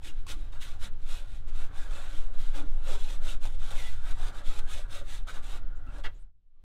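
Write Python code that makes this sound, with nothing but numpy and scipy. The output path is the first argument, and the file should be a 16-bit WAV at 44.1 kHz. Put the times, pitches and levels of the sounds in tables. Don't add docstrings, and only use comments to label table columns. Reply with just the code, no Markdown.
import sys
import numpy as np
from scipy import signal
from scipy.fft import rfft, irfft, next_fast_len
from scipy.io import wavfile
from scipy.ndimage import uniform_filter1d

SR = 44100
rng = np.random.default_rng(int(sys.argv[2]) if len(sys.argv) > 2 else 0)


def unload_wav(signal):
    wavfile.write(
        sys.argv[1],
        SR,
        np.round(np.clip(np.atleast_2d(signal).T, -1, 1) * 32767).astype(np.int16),
    )


def voltage_ratio(decibels):
    exponent = np.asarray(decibels, float) / 20
    return 10 ** exponent


N = 292806


def evened(x):
    return x / np.sqrt(np.mean(x ** 2) + 1e-20)


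def smoothed(x, size, axis=-1):
    return uniform_filter1d(uniform_filter1d(x, size, axis=axis), size, axis=axis)


def curves(rows):
    s, *columns = np.transpose(rows)
    return [np.interp(np.arange(N) / SR, s, column) for column in columns]


def colour(x, spectrum):
    size = next_fast_len(len(x))
    hz, db = np.transpose(spectrum)
    bins_hz = np.fft.rfftfreq(size, 1 / SR)
    gain = voltage_ratio(np.interp(np.log(bins_hz + 0.13), np.log(hz + 0.064), db))
    return evened(irfft(rfft(x, size) * gain, size)[:len(x)])


def dulled(x, hz):
    return signal.sosfilt(signal.butter(N=4, Wn=hz, fs=SR, output="sos"), x)


def resonate(x, hz, width):
    r = np.exp(-np.pi * width / SR)
    return signal.lfilter([1 - r, 0, r - 1], [1, -2 * r * np.cos(2 * np.pi * hz / SR), r * r], x)


def chatter(size, depth_db):
    bumps = evened(smoothed(rng.standard_normal(N), size))
    return evened(voltage_ratio(depth_db * bumps))


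# f/Hz, level/dB per Hz
SHOP = [(88, -34), (150, -10), (269, 0), (302, -3.5), (437, -8), (845, -14.5), (1430, -18.5), (1800, -20),
        (4200, -21.5), (6000, -73.5), (15900, -120)]
# f/Hz, level/dB per Hz
SELF_NOISE = [(1200, -31), (3000, 2.5), (4300, -6), (5000, -4), (10000, -12), (15750, -12), (15950, -80)]
# t/s, level/dB
FADE = [
    (0, 0),
    (6.15, -3),
    (6.25, -14.5),
    (6.32, -29.5),
    (6.55, -25.5),
    (6.64, -16),
]


def shop():
    uneven = chatter(size=3000, depth_db=1.5)
    room = voltage_ratio(-64) * colour(rng.standard_normal(N), SHOP) * uneven
    hiss = voltage_ratio(-76) * colour(rng.standard_normal(N), SELF_NOISE)
    fade_db = curves(FADE)[0]
    return voltage_ratio(fade_db) * (room + hiss)


# t/s, slow pressure level/dB, eddies re slow level/dB
BUFFET = [(0.0, -40.5, -3), (0.18, -17, -27), (0.26, -29, -9), (1.13, -22.5, -20.5), (1.35, -32, -6.5),
          (1.55, -19, -21), (2.11, -28.5, -12), (2.16, -18, -23), (4.25, -20.5, -16.5),
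          (4.44, -31.5, -11.5), (4.49, -17, -25), (4.94, -28, -11.5), (5.75, -24, -19), (5.9, -39.5, 1),
          (6.1, -20.5, -21), (6.36, -57, -4.5), (6.58, -45, -24), (6.64, -54.5, 2)]
# f/Hz, level/dB per Hz
SWAY = [(1, 7), (4, 10), (9, 12.5), (13, 11), (18, 1.5), (24, -21.5), (40, -68.5), (200, -160)]
# f/Hz, level/dB per Hz
RUMBLE = [(12, -16.5), (22, -1), (30, -2.5), (40, -11.5), (58, -19), (76, -19), (100, -25), (130, -33.5),
          (200, -42.5), (300, -97.5), (900, -150)]


def buffet():
    slow_db, rumble_db = curves(BUFFET)
    sway = colour(rng.standard_normal(N), SWAY)
    rumble = colour(rng.standard_normal(N), RUMBLE)
    power = smoothed(sway ** 2, size=5000)
    even_sway = evened(sway / np.sqrt(power + 0.068))
    return voltage_ratio(slow_db) * (voltage_ratio(-0.7) * even_sway + voltage_ratio(rumble_db + 3) * rumble)


def walls(x):
    t = np.arange(SR // 4) / SR
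    tail = rng.standard_normal(len(t)) * voltage_ratio(-60 * t / 0.12) * (t > 0.003)
    tail = tail / np.linalg.norm(tail)
    return dulled(signal.oaconvolve(x, tail)[:N], 4000)


# t/s, peak level/dB, ringing f/Hz, t60/s, crack re ring level/dB
KNOCKS = [(0.019, -47, 897, 0.03, -11), (0.267, -35, 1100, 0.0455, 2.5), (0.522, -49.5, 1100, 0.034, -1),
          (1.48, -61, 607, 0.027, -4.5), (1.534, -59.5, 600, 0.03, -3.5), (3.085, -39, 2570, 0.053, -15.5),
          (3.454, -27, 850, 0.021, -5), (3.618, -37, 1420, 0.037, -4), (3.714, -40, 814, 0.046, -6.5),
          (4.59, -31, 1280, 0.022, -0.5), (5.272, -34, 1280, 0.024, -8.5), (5.637, -49, 1450, 0.044, -22),
          (5.866, -46.5, 1315, 0.025, -6), (5.984, -36, 600, 0.02, -5.5), (6.046, -41.5, 1910, 0.057, -18),
          (6.144, -60, 600, 0.03, -1.5), (6.189, -59, 600, 0.03, -10)]


def knocks():
    out = np.zeros(N + SR)
    t = np.arange(4000) / SR
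    for s, db, hz, t60, crack_db in KNOCKS:
        ring = np.sin(2 * np.pi * hz * t) * voltage_ratio(-60 * t / max(t60, 0.005))
        crack = uniform_filter1d(rng.standard_normal(len(t)), size=3)
        crack = crack * voltage_ratio(crack_db - 60 * t / 0.034)
        out[round(s * SR):][:len(t)] += voltage_ratio(db - 8.5) * (ring + crack)
    return out[:N]


# f/Hz, level/dB, t60/s
CLANK = [(874, -6.5, 0.097), (1420, -6.5, 0.18), (1743, -0.5, 0.13), (1910, -1, 0.093), (2143, -2.5, 0.14),
         (2700, -2.5, 0.083), (2846, -8, 0.063), (3200, -7, 0.13), (4210, -31, 0.25)]


def clank():
    start_s, level_db = 6.038, -41.5
    t = np.arange(6000) / SR
    swell = np.minimum(0.5 + t / 0.027, 1)
    decay = voltage_ratio(-60 * np.maximum(t - 0.026, 0) / 0.058)
    scrape = rng.standard_normal(len(t)) * swell * decay
    ring = sum(voltage_ratio(db) * resonate(scrape, hz, 2.7 / t60 + 40) for hz, db, t60 in CLANK)
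    ring = dulled(ring, 5500)
    ring = voltage_ratio(level_db) * ring / ring[:1500].std()
    return np.pad(ring, (round(start_s * SR), N))[:N]


# t/s, length/s, f/Hz, width/Hz, level/dB
SINGS = [(0.079, 0.035, 2800, 300, -54), (.82, 0.06, 2240, 150, -59.5), (3.773, 0.044, 2110, 90, -51),
         (3.78, .13, 2005, 60, -54.5), (5.273, 0.041, 1280, 80, -51), (5.274, 0.041, 1460, 90, -49),
         (5.559, 0.35, 1415, 130, -65.5), (3.28, 0.042, 3050, 504, -50), (5.864, 0.046, 1350, 70, -58),
         (5.868, .045, 2700, 120, -65), (5.75, .045, 7100, 500, -76), (6.14, 0.048, 7000, 900, -77),
         (6.182, 0.056, 8470, 1500, -77), (6.53, 0.107, 1170, 61, -93)]
# t/s, length/s, f/Hz, width/Hz, level/dB
DRUMS = [(0.048, 0.1, 302, 77, -59), (.34, 0.088, 313, 60, -58), (.74, 0.063, 750, 200, -63),
         (2.565, .11, 289.5, 30, -49.5), (2.581, .12, 456, 85, -59.5), (2.859, 0.086, 550, 99, -48),
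         (2.888, 0.11, 407, 95, -52), (3.485, 0.094, 508, 120, -63.5), (3.68, 0.13, 527, 40, -59),
         (4.05, 0.113, 691.3, 63, -60.5), (4.182, 0.056, 717, 120, -55.5), (4.748, 0.069, 596, 150, -53),
         (4.938, 0.11, 570, 65, -54.5), (5.857, 0.049, 266, 56, -58), (5.967, 0.043, 557, 59, -55),
         (6.041, 0.044, 297, 150, -60.5), (.84, .07, 190, 40, -58.5), (5.266, .03, 695, 150, -56)]


def squeaks():
    out = np.zeros(N)
    for s, length, hz, width, db in SINGS + DRUMS:
        rub = rng.standard_normal(20000)
        tone = resonate(resonate(rub, hz, width), hz, 2.0 * width)
        tone = tone[4000:][:round(length * SR)]
        swell = signal.windows.tukey(len(tone), 0.45)
        out[round(s * SR):][:len(tone)] += voltage_ratio(db) * evened(tone) * swell
    return out


def slips(per_s, spread_db):
    size = voltage_ratio(spread_db * np.minimum(rng.exponential(1, N), 4))
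    sign = rng.choice([-1., 1.], N)
    return evened(size * sign * (rng.random(N) < per_s / SR))


def wander(x, depth_db):
    z = signal.stft(x, nperseg=1024, noverlap=768)[2]
    patches = uniform_filter1d(rng.standard_normal(z.shape), size=2, axis=0)
    patches = evened(uniform_filter1d(patches, size=14, axis=1))
    return evened(signal.istft(z * voltage_ratio(depth_db * patches), nperseg=1024, noverlap=768)[1][:N])


# start t/s, rise/s, fall/s, fizz of the tips level/dB, steel re fizz
# level/dB
BRUSH_STROKES = [(0.015, 0.046, 0.07, -53.5, -6.0), (0.085, 0.113, 0.032, -73, -4), (0.266, 0.036, 0.061, -47.5, -5),
                 (0.339, 0.0147, 0.22, -69, -2.5), (0.516, 0.015, 0.0855, -65, 8.5),
                 (0.594, 0.035, 0.047, -50.5, -7.5), (0.636, 0.014, 0.147, -58.5, 1.0),
                 (0.784, 0.061, 0.057, -52, -2), (0.968, 0.068, 0.049, -71.5, -10),
                 (1.038, 0.082, 0.15, -54.5, -2.5), (1.18, 0.16, 0.094, -67.4, -0.0),
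                 (1.461, 0.0274, 0.033, -64.7, 5), (1.495, 0.11, 0.11, -61, 3), (1.702, 0.093, 0.151, -60, 4),
           (1.85, 0.1176, 0.183, -58.5, 5.5), (1.96, 0.199, 0.158, -60.5, -8.5),
           (2.322, 0.0213, 0.036, -67.5, 8.5), (2.351, 0.058, 0.18, -59.5, 1),
           (2.525, 0.04, 0.086, -54.5, 4), (2.622, 0.041, 0.55, -72.5, 1), (2.811, 0.12, 0.0678, -51, 1),
           (2.92, 0.12, 0.041, -56.5, -14), (3.0, 0.12, 0.082, -55.2, -4.0),
           (3.189, 0.11, 0.08, -51.5, 0.5), (3.394, 0.055, 0.073, -56, 1),
           (3.44, 0.102, 0.039, -65.5, -1.0), (3.549, 0.11, 0.2, -59, 0), (3.701, 0.0087, 0.039, -52, 3.5),
           (3.71, 0.072, 0.26, -53, -0.5), (3.934, 0.116, 0.39, -68, -5),
                 (4.004, 0.11, 0.026, -57, 8.5), (4.123, 0.15, 0.053, -55.5, 6.5), (4.295, 0.079, 0.073, -60, 6.5),
          (4.419, 0.07, 0.19, -56, 0), (4.537, 0.053, 0.0243, -55.5, -9), (4.65, 0.082, 0.14, -52.5, -3.5),
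          (4.879, 0.064, 0.11, -53.5, -1), (5.032, 0.1, 0.097, -54.5, -5), (5.263, 0.029, 0.049, -54, 1.5),
          (5.302, 0.047, 0.08, -58.5, 7.5), (5.406, 0.047, 0.17, -59.5, -0.5), (5.44, 0.11, 0.054, -57, 3),
          (5.734, 0.04, 0.032, -83, 11.0), (5.845, 0.149, 0.036, -67.5, 11.5),
          (6.03, 0.0149, 0.058, -61.5, 16), (6.08, 0.145, 0.0078, -89, 10)]


def pressure_db(edge_db, lag_s, steel):
    start, rise, fall, db, steel_db = np.transpose(BRUSH_STROKES)[:, :, None]
    t = np.arange(0, N, 32) / SR
    late = t - lag_s - start - rise
    down = np.where(late < 0, abs(late / rise) ** 2.23, abs(late / fall) ** 2.26)
    power = (voltage_ratio(db + steel * steel_db - np.minimum(edge_db * down, 150)) ** 2).sum(axis=0)
    return np.interp(np.arange(N) / SR, t, 10 * np.log10(power))


def modes(drag, table):
    out = np.zeros(N)
    for k, (hz, width, db) in enumerate(table):
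        out += (-1) ** k * voltage_ratio(db) * resonate(drag, hz, width) / np.sqrt(width)
    return out


# t/s, ribs between strokes level/dB, pan re ribs level/dB
TRAVEL = [(0, -69.5, 1.5), (.55, -69, 0), (.9, -71, -3.5), (1.4, -73, 4.5), (1.7, -61.5, -1),
          (2.05, -55.5, -0.5), (2.4, -64.5, -0.5), (2.62, -67.5, 5), (3.0, -59, 2.5), (3.45, -74, 3),
          (3.7, -61, 2), (4.05, -76, -7), (4.4, -57.5, 2.5), (4.9, -62.5, -2.5), (5.4, -72, 1.5),
          (5.63, -65.5, 0), (5.95, -70.5, 5), (6.3, -88.5, -6)]
# f/Hz, level/dB per Hz
HISS = [(1060, -28.5), (1800, -8), (2210, -5), (2700, -3), (2930, -4), (3780, -0.5), (4490, -13),
        (4800, -14.5), (6240, -61), (10600, -120)]
# f/Hz, level/dB per Hz
FIZZ = [(2650, -28.5), (4500, -10), (5300, -2.5), (6700, -1), (8050, -1), (10000, -6), (12000, -19.5),
        (15600, -46.5), (15900, -100)]
# f/Hz, level/dB per Hz
SHEEN = [(7000, -35), (9500, -19.5), (11000, -1.5), (13000, -1.5), (15000, -1), (15750, -10), (15950, -84)]
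# f/Hz, width/Hz, level/dB
RIBS = [(900, 72, -2.5), (1100, 150, -2.5), (1280, 220, 2.5), (1409, 48.4, 0.5), (1517, 71, -2),
        (1690, 130, -2), (1878, 330, -4.5)]
# f/Hz, width/Hz, level/dB
PAN = [(205, 156, -3.5), (290, 16.6, -1.5), (384.3, 260, -0.5), (525.4, 91, 2.5), (600, 44, -2.5),
       (671, 52, -3), (851.4, 82, 2)]


def brush():
    bed_db, pan_db = curves(TRAVEL)
    rest_db = -103 + curves(FADE)[0]
    tips_db = pressure_db(edge_db=28, lag_s=0, steel=0)
    fizz_db = 10 * np.log10(voltage_ratio(tips_db) ** 2 + voltage_ratio(rest_db) ** 2)
    press = voltage_ratio(pressure_db(edge_db=16.5, lag_s=0.0041, steel=0.85))
    ring = np.hypot(press, voltage_ratio(bed_db))
    drum = np.hypot(press * voltage_ratio(pan_db), voltage_ratio(bed_db + 2.5 + 0.22 * pan_db))

    tips = wander(slips(16000, 1.9), 2.7) * chatter(size=150, depth_db=1.04)
    hiss_db = 3 - 0.095 * (fizz_db + 54)
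    sheen_db = -15 + 0.11 * (fizz_db + 57.5)
    air = voltage_ratio(hiss_db) * colour(tips, HISS)
    air += voltage_ratio(-0.83) * colour(tips, FIZZ)
    air += voltage_ratio(sheen_db) * colour(tips, SHEEN)

    drag = wander(slips(6000, 2.6), 2.8) * chatter(size=300, depth_db=0.94)
    ribs = evened(dulled(modes(drag, RIBS), 2450))
    pan = evened(dulled(modes(drag, PAN), 1070))
    steel = ring * voltage_ratio(0.03) * ribs + drum * voltage_ratio(-2.5) * pan
    on_floor = np.arange(N) < TRAVEL[-1][0] * SR
    return (voltage_ratio(fizz_db) * air + steel) * on_floor


def scene():
    near = brush() + knocks() + clank() + squeaks()
    return (near + voltage_ratio(-11.5) * walls(near) + buffet() + shop())[None]


def low_pass(x):
    return signal.sosfilt(signal.butter(12, 15730, fs=SR, output="sos"), x)


def record(dry):
    return low_pass(dry)


dry = scene()
out = record(dry)
unload_wav(out)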